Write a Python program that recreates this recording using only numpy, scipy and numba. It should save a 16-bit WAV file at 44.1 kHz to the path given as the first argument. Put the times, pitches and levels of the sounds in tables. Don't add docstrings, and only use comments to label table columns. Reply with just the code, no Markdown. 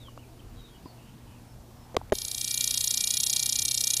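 import sys
import numpy as np
from scipy import signal
from scipy.io import wavfile
from scipy.ndimage import uniform_filter1d
from numba import njit

SR = 44100
rng = np.random.default_rng(int(sys.argv[2]) if len(sys.argv) > 2 else 0)


def nominal_scale(level):
    x = np.asarray(level, float) / 20
    return 10 ** x


def inscribe(sig):
    pcm = np.round(np.clip(np.atleast_2d(sig).T, -1, 1) * 32767)
    wavfile.write(sys.argv[1], SR, pcm.astype(np.int16))


N = 176400
BUZZ_START_S = 2.130


def unit(x):
    return x / np.sqrt(np.mean(x ** 2))


def curve(table, col, t):
    columns = np.array(table)
    return np.interp(t, columns[:, 0], columns[:, col])


def band(x, lo_hz, hi_hz):
    edges_hz = [lo_hz, min(hi_hz, .49 * SR)]
    return signal.sosfilt(signal.butter(2, edges_hz, "bandpass", fs=SR, output="sos"), x)


def noise_band(lo_hz, hi_hz):
    return unit(band(rng.standard_normal(N), lo_hz, hi_hz))


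def walk(rate_hz):
    k = int(SR / rate_hz)
    held = np.repeat(rng.standard_normal(400)[:N // k + 1], k)
    return unit(uniform_filter1d(uniform_filter1d(held, k), k)[:N])


# (time [s], soft level [dB], throb level [dB], throb length [ms])
SINGING_EFFORT = [(2.13, -41.5, -29, 3.8), (2.35, -40, -26.5, 4.6), (2.5, -37, -26.5, 7.7),
                  (2.62, -34.5, -20.5, 4.6), (2.8, -35.5, -23, 7.4), (3.1, -35.5, -21.5, 7.5),
                  (3.25, -35.5, -22, 9.1), (3.5, -36, -22.5, 8.4), (3.72, -37, -24, 9.8),
                  (3.82, -36, -21.5, 8.4), (4, -37, -22, 9.8)]


def cicada():
    throb_edge_ms, damp_after_ms, damp_ms = .45, .4, .44
    echo_ms, echo_db = 1.3, -37
    t = np.arange(N) / SR
    cycles = muscle_cycles(t)
    which, off_ms = nearest_throb(t)
    half_ms = curve(SINGING_EFFORT, 3, t) / 2
    window = np.clip((half_ms - np.abs(off_ms)) / throb_edge_ms + .5, 0, 1)
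    gate = window * nominal_scale(curve(SINGING_EFFORT, 2, t))
    damp = np.exp(-np.maximum(off_ms - half_ms - damp_after_ms, 0) / damp_ms)
    steady = np.clip((t - BUZZ_START_S) / .0062, 0, 1) * nominal_scale(curve(SINGING_EFFORT, 1, t))
    loud = band(band(loud_throbs(cycles, gate, which) * damp, 2780, 24000), 2620, 12800)
    song = nominal_scale(9) * loud + nominal_scale(10) * soft_buzz(cycles, steady) + rustle(gate, steady)
    echo = nominal_scale(echo_db) * np.roll(song, int(echo_ms * SR / 1000)) * (t > BUZZ_START_S)
    return song + echo


# (time [s], bucklings per second [Hz])
MUSCLE_PACE = [(2.13, 463.3), (2.32, 468.7), (2.594, 471.3), (2.688, 469.9), (3.062, 471.9), (3.114, 475.4),
               (3.134, 481.4), (3.16, 479.9), (3.176, 468.4), (3.19, 470.6), (3.522, 470.7), (3.554, 473.9),
               (3.63, 471.5), (3.665, 466.5), (3.76, 464.3), (3.886, 470.8), (3.935, 481.7), (3.962, 468.8)]


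def muscle_cycles(t):
    cycles = np.cumsum(curve(MUSCLE_PACE, 1, t)) / SR
    return cycles - cycles[int(2.1 * SR)]


# (throb number, centre time [s])
THROB_CLOCK = [(0, 2.1541), (5, 2.3157), (14, 2.6104), (22, 2.8773), (30, 3.1417), (34, 3.2686),
               (44, 3.5924), (47, 3.6856), (48, 3.7154), (52, 3.8423), (55, 3.9394), (57, 4.0018)]


def nearest_throb(t):
    number, centre_s = np.array(THROB_CLOCK).T
    which = np.round(np.interp(t, centre_s, number)).astype(int)
    return which, (t - np.interp(which, number, centre_s)) * 1000 + .2


# (place in cycle [0-1], ring [Hz], t60 [ms],
# level [dB], pitch sag [per ms])
THROB_RIBS = [(.059, 12220, 3.7, -21.7, 0), (.072, 8610, 5, -5, 0), (.308, 7570, 2.4, .6, 0),
              (.402, 10720, 5.5, -10, 0), (.426, 12260, 2.8, -9.7, 0), (.511, 6700, 7.3, -4.5, 0),
              (.797, 5480, 4.7, -.9, 0), (.808, 4040, 6.3, -2.1, 0), (.984, 2950, 2.9, -15.5, 0)]


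def loud_throbs(cycles, gate, which):
    scatter_db, shift_us, jitter_us = 1.7, 9, 2.5
    per_throb = rng.standard_normal((len(THROB_RIBS), 2, 64))[:, :, which]
    drift = [(scatter_db * size, shift_us * 1e-6 * late) for size, late in per_throb]
    return buckle(THROB_RIBS, cycles, jitter_us, drift, gate)


# (place in cycle [0-1], ring [Hz], t60 [ms], level [dB], pitch sag [per ms])
BUZZ_RIBS = [(.02, 11080, 3.7, -2, 0), (.452, 10490, 5, -4, 0), (.738, 3600, 6.9, -9.1, 0),
             (.491, 4840, 5, -8.8, 0), (.266, 6760, 3, -6.8, 0), (.049, 8950, 1.6, -3, 0),
             (.379, 12900, 5.4, -14, 0), (.406, 14140, 1.2, -3, 0)]
# (place in cycle [0-1], ring [Hz], t60 [ms], level [dB], pitch sag [per ms])
AIR_SAC = [(.765, 2350, 11.9, -18.1, 0)]
# (time [s], level [dB])
ABDOMEN_LIFT = [(2.13, -1), (2.3, -3), (2.5, 2.5), (2.62, 3), (2.69, 0), (2.77, -5.5), (2.92, -2.5),
                (3.03, 3), (3.1, -3), (3.16, 5), (3.22, -15), (3.28, -4.5), (3.43, 3.5), (3.52, -3.5),
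                (3.58, 3), (3.82, -3), (3.87, 3), (4, -2.5)]


def soft_buzz(cycles, steady):
    drift_db, drift_us, jitter_us = 2.5, 7, 4
    freedom = [.3] * 2 + [1] * len(BUZZ_RIBS[2:])
    drift = [(curve(ABDOMEN_LIFT, 1, np.arange(N) / SR), np.zeros(N))]
    for free in freedom:
        drift.append((free * drift_db * walk(40), free * drift_us * 1e-6 * walk(14)))
    return buckle([*AIR_SAC, *BUZZ_RIBS], cycles, jitter_us, drift, steady)


def rustle(gate, steady):
    rustle_level = gate * nominal_scale(-18) + steady * nominal_scale(-11 + 3.7 * np.minimum(walk(45), 0))
    fizz_level = steady * nominal_scale(-15.5 + 3 * walk(90))
    return noise_band(2960, 5500) * rustle_level + noise_band(10000, 17000) * fizz_level


def buckle(ribs, cycles, jitter_us, drift, gain):
    scatter_db, rise_cycles = 1.1, .96
    out, t = 0, np.arange(N) / SR
    for (place, ring_hz, t60_ms, db, sag), (size_db, late_s) in zip(ribs, drift):
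        chance = rng.standard_normal((1000, 2))
        snap_s = np.interp(np.arange(1000) + place, cycles, t)
        i = (snap_s * SR).astype(int)
        size = gain[i] * nominal_scale(db + size_db[i] + scatter_db * chance[:, 1]) * (i < N - 1)
        start_s = snap_s + late_s[i] + jitter_us * 1e-6 * chance[:, 0]
        sag_rate = 1 + 1000. * max(sag, 0)
        out = out + rings(N, start_s, size, 1. * ring_hz, t60_ms / 1000, rise_cycles, sag_rate)
    return out


@njit
def rings(size, starts_s, gains, hz, t60_s, rise, sag):
    out = np.zeros(size)
    for k in range(len(starts_s)):
        first = int(starts_s[k] * SR) + 1
        if gains[k] > 0:
            for i in range(first, min(first + int(t60_s * SR), size)):
                age = i / SR - starts_s[k]
                turns = hz * (1 - np.exp(-sag * age)) / sag
                decay = np.exp(-np.log(1000) * age / t60_s)
                out[i] += gains[k] * np.sin(2 * np.pi * turns) * decay * min(age * hz / rise, 1.)
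    return out


# (time [s], peak [dB], ring [Hz], t60 [ms], crack [dB])
HOUSING_PUSHES = [(.083, -41.5, 1096, 21, -20), (.175, -39.5, 580, 11, 6), (.176, -37.5, 1170, 5.8, -10),
                  (.856, -33.5, 276, 22, -4), (.858, -41.5, 1004, 40, -12), (1.712, -52, 1050, 11, -12),
                  (1.945, -27, 450, 2.7, -13), (1.9661, -12, 588, 7.8, 9), (1.9676, -3.5, 950, 0.78, -29),
                  (1.970, -14, 420, 5.2, -26), (1.9675, -32, 85, 56, -30), (2.014, -31, 860, 6.4, -16),
                  (2.098, -43, 2140, 3.2, 7.5), (2.123, -21, 66.4, 28, -25), (1.9448, -47, 6500, 3, -10),
                  (1.966, -21.5, 1140, 14, -20), (2.1238, -30.5, 6530, 3, -13),
                  (2.1245, -38, 11200, 3.3, 5), (1.9495, -43, 2000, 3.7, 2), (1.9668, -18, 3060, 2, -1)]
# (time [s], peak [dB], ring [Hz], t60 [ms], crack [dB])
HOUSING_PULLS = [
    (1.950, -31, 516, 38, -12),
    (2.1216, -7, 520, 5.8, -3.5),
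    (2.1264, -6, 488, 4, -8),
    (2.131, -20.5, 367, 10, -25),
]


def knocks():
    rise_ms, crack_ms, limit = 1.2, .81, .29
    out, age = np.zeros(N), np.arange(4000) / SR
    age_ms = age * 1000
    for table, sign in ((HOUSING_PUSHES, 1), (HOUSING_PULLS, -1)):
        for s, db, hz, t60_ms, crack_db in table:
            rise = (1 - np.exp(-age_ms / rise_ms)) ** 2
            body = sign * np.sin(2 * np.pi * hz * age) * nominal_scale(-60 * age_ms / t60_ms) * rise
            grit = band(rng.standard_normal(4000), 1080, 4330)
            crack = grit * age_ms / crack_ms * np.exp(-age_ms / crack_ms)
            i = int(s * SR)
            out[i:i + 4000] += nominal_scale(db) * (body / np.abs(body).max() + nominal_scale(crack_db) * crack)
    return limit * np.tanh((np.abs(out) / limit) ** 3) ** (1 / 3) * np.sign(out)


# (start [s], length [s], first pitch [Hz], last pitch [Hz], level [dB])
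BIRD_WHISTLES = [
    (0, 0.1, 3910, 2810, -57.5),
    (.178, 0.021, 2650, 3030, -58),
    (.218, 0.034, 2870, 2220, -62.5),
    (.392, 0.017, 3360, 2500, -58.5),
]
# (start [s], length [s], first pitch [Hz], last pitch [Hz], level [dB])
BIRD_TRILLS = [(.56, 0.14, 3910, 3700, -61), (.57, .04, 3330, 3200, -68), (.68, 0.089, 3310, 3240, -68),
               (.74, 0.03, 3000, 2900, -63), (.51, 0.031, 2800, 2590, -66), (.84, 0.043, 4800, 4930, -67),
               (.87, 0.05, 4420, 4440, -64), (.97, 0.131, 2700, 2890, -64), (1.27, 0.12, 2820, 2620, -66.5),
               (1.48, .05, 5300, 5330, -71), (1.78, 0.074, 5240, 5240, -70)]


def birds():
    trill_hz, sweep_hz, depth = 84.8, 153, .38
    out = np.zeros(N)
    for notes, trill in ((BIRD_WHISTLES, 0), (BIRD_TRILLS, 1)):
        for s, length, first_hz, last_hz, db in notes:
            u = np.arange(int(length * SR)) / SR
            beat = 2 * np.pi * trill_hz * u
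            uneven = np.clip(1 + .69 * walk(59.5)[:len(u)], 0, 2)
            glide_hz = first_hz + (last_hz - first_hz) * u / length
            hz = glide_hz + trill * sweep_hz * np.sin(beat) * uneven
            fade = np.clip(np.minimum(u, length - u) / .002, 0, 1)
            shape = fade * (1 + trill * depth * np.cos(beat))
            i = int(max(s, 0) * SR)
            out[i:i + len(u)] += np.sqrt(2) * nominal_scale(db) * shape * np.sin(2 * np.pi * np.cumsum(hz) / SR)
    blur = rng.standard_normal(3000) * nominal_scale(-60 * np.arange(3000) / SR / .13)
    blur = blur / np.sqrt(np.sum(blur ** 2))
    return nominal_scale(-1.5) * out + nominal_scale(-3) * signal.fftconvolve(out, blur)[:N]


# (frequency [Hz], level [dB rms])
MAINS_HUM = [(119, -54.5), (238, -62.5), (472, -72)]


def hum():
    t, flutter, out = np.arange(N) / SR, walk(6.76), 0
    for hz, db in MAINS_HUM:
        tone = np.sin(2 * np.pi * hz * t + 1.15 * walk(5.12))
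        out = out + np.sqrt(2) * nominal_scale(db + 1.5 * flutter) * tone
    return out


# (time [s], level [dB])
WIND_GUSTS = [(0, 7), (.3, 4), (.45, 7), (.6, 8.5), (.7, -8), (1.2, -2), (2.0, 5.5), (4, -39)]


def wind():
    gust_db = curve(WIND_GUSTS, 1, np.arange(N) / SR) + 4.5 * walk(11.14)
    return noise_band(23.5, 90.5) * nominal_scale(-59.5 + gust_db)


# (frequency [Hz], level [dB rms])
SCRUB_AIR = [(25, -74), (60, -65), (150, -64.5), (260, -62.5), (420, -68.5), (750, -66), (1600, -72.5),
             (15000, -71.5)]
# (start [s], end [s])
HISS_MUTES = [(1.954, 1.963), (1.9705, 1.9745), (2.104, 2.108), (2.111, 2.119)]


def air():
    mute_db, mute_above_hz = -15, 1300
    t, out, swell = np.arange(N) / SR, 0, walk(3.3)
    muted = uniform_filter1d(sum(1. * (t > a) * (t < b) for a, b in HISS_MUTES), size=60)
    table_hz, table_db = np.array(SCRUB_AIR).T
    for hz in 22 * 2 ** (np.arange(29) / 3):
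        low = np.clip(1 - np.log(hz / 60) / 5, .1, 1)
        db = np.interp(np.log(hz), np.log(table_hz), table_db)
        db = db + low * (.13 * swell + 4.26 * walk(8.64))
        db = db + mute_db * muted * (hz > mute_above_hz)
        out = out + nominal_scale(db) * noise_band(hz * .89, hz * 1.12)
    return out


def scene():
    return (cicada() + knocks() + birds() + hum() + wind() + air())[None]


# (centre time [s], low [Hz], high [Hz])
THIN_MOMENTS = [(2.235, 6300, 8800), (2.265, 12000, 12900), (2.365, 4200, 4900), (2.463, 5600, 6300),
                (2.529, 7700, 9100), (2.557, 7700, 9100), (2.76, 6000, 7400), (2.827, 5600, 6600),
                (2.83, 12000, 12900), (2.89, 5600, 7000), (2.96, 5600, 7000), (2.997, 7700, 9100),
                (3.055, 7000, 9100), (3.06, 3400, 4200), (3.06, 12000, 12900), (3.189, 4600, 8000),
                (3.253, 4200, 7900), (3.258, 12000, 12900), (3.318, 5600, 7000), (3.32, 12000, 12900),
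                (3.385, 7700, 9100), (3.42, 7500, 8800), (3.451, 7000, 9100), (3.515, 5600, 6300),
                (3.507, 7700, 9100), (3.572, 5600, 7000), (3.572, 8400, 9100), (3.635, 4200, 4900),
                (3.643, 5600, 9100), (3.7, 5600, 7700), (3.763, 5600, 7000), (3.959, 5600, 9100)]


def thin_out(x):
    share, half = .85, int(17 * SR / 1000)
    out = x.copy()
    fade = np.clip(half / 100 - np.abs(np.arange(-half, half)) / 50, 0, 1)
    for s, lo_hz, hi_hz in THIN_MOMENTS:
        part = slice(int(s * SR) - half, int(s * SR) + half)
        sos = signal.butter(3, [lo_hz, hi_hz], "bandpass", fs=SR, output="sos")
        out[:, part] -= share * signal.sosfiltfilt(sos, x[:, part]) * fade
    return out


def band_limit(x):
    return signal.sosfilt(signal.butter(12, 15720, fs=SR, output="sos"), x)


def record(dry):
    limit, top_hz = .42, 15400
    rounded = limit * np.tanh(thin_out(dry) / limit)
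    top_cut = signal.ellip(12, .2, 70, top_hz, fs=SR, output="sos")
    mix = signal.sosfilt(top_cut, rounded)
    return band_limit(mix)


dry = scene()
out = record(dry)
inscribe(out)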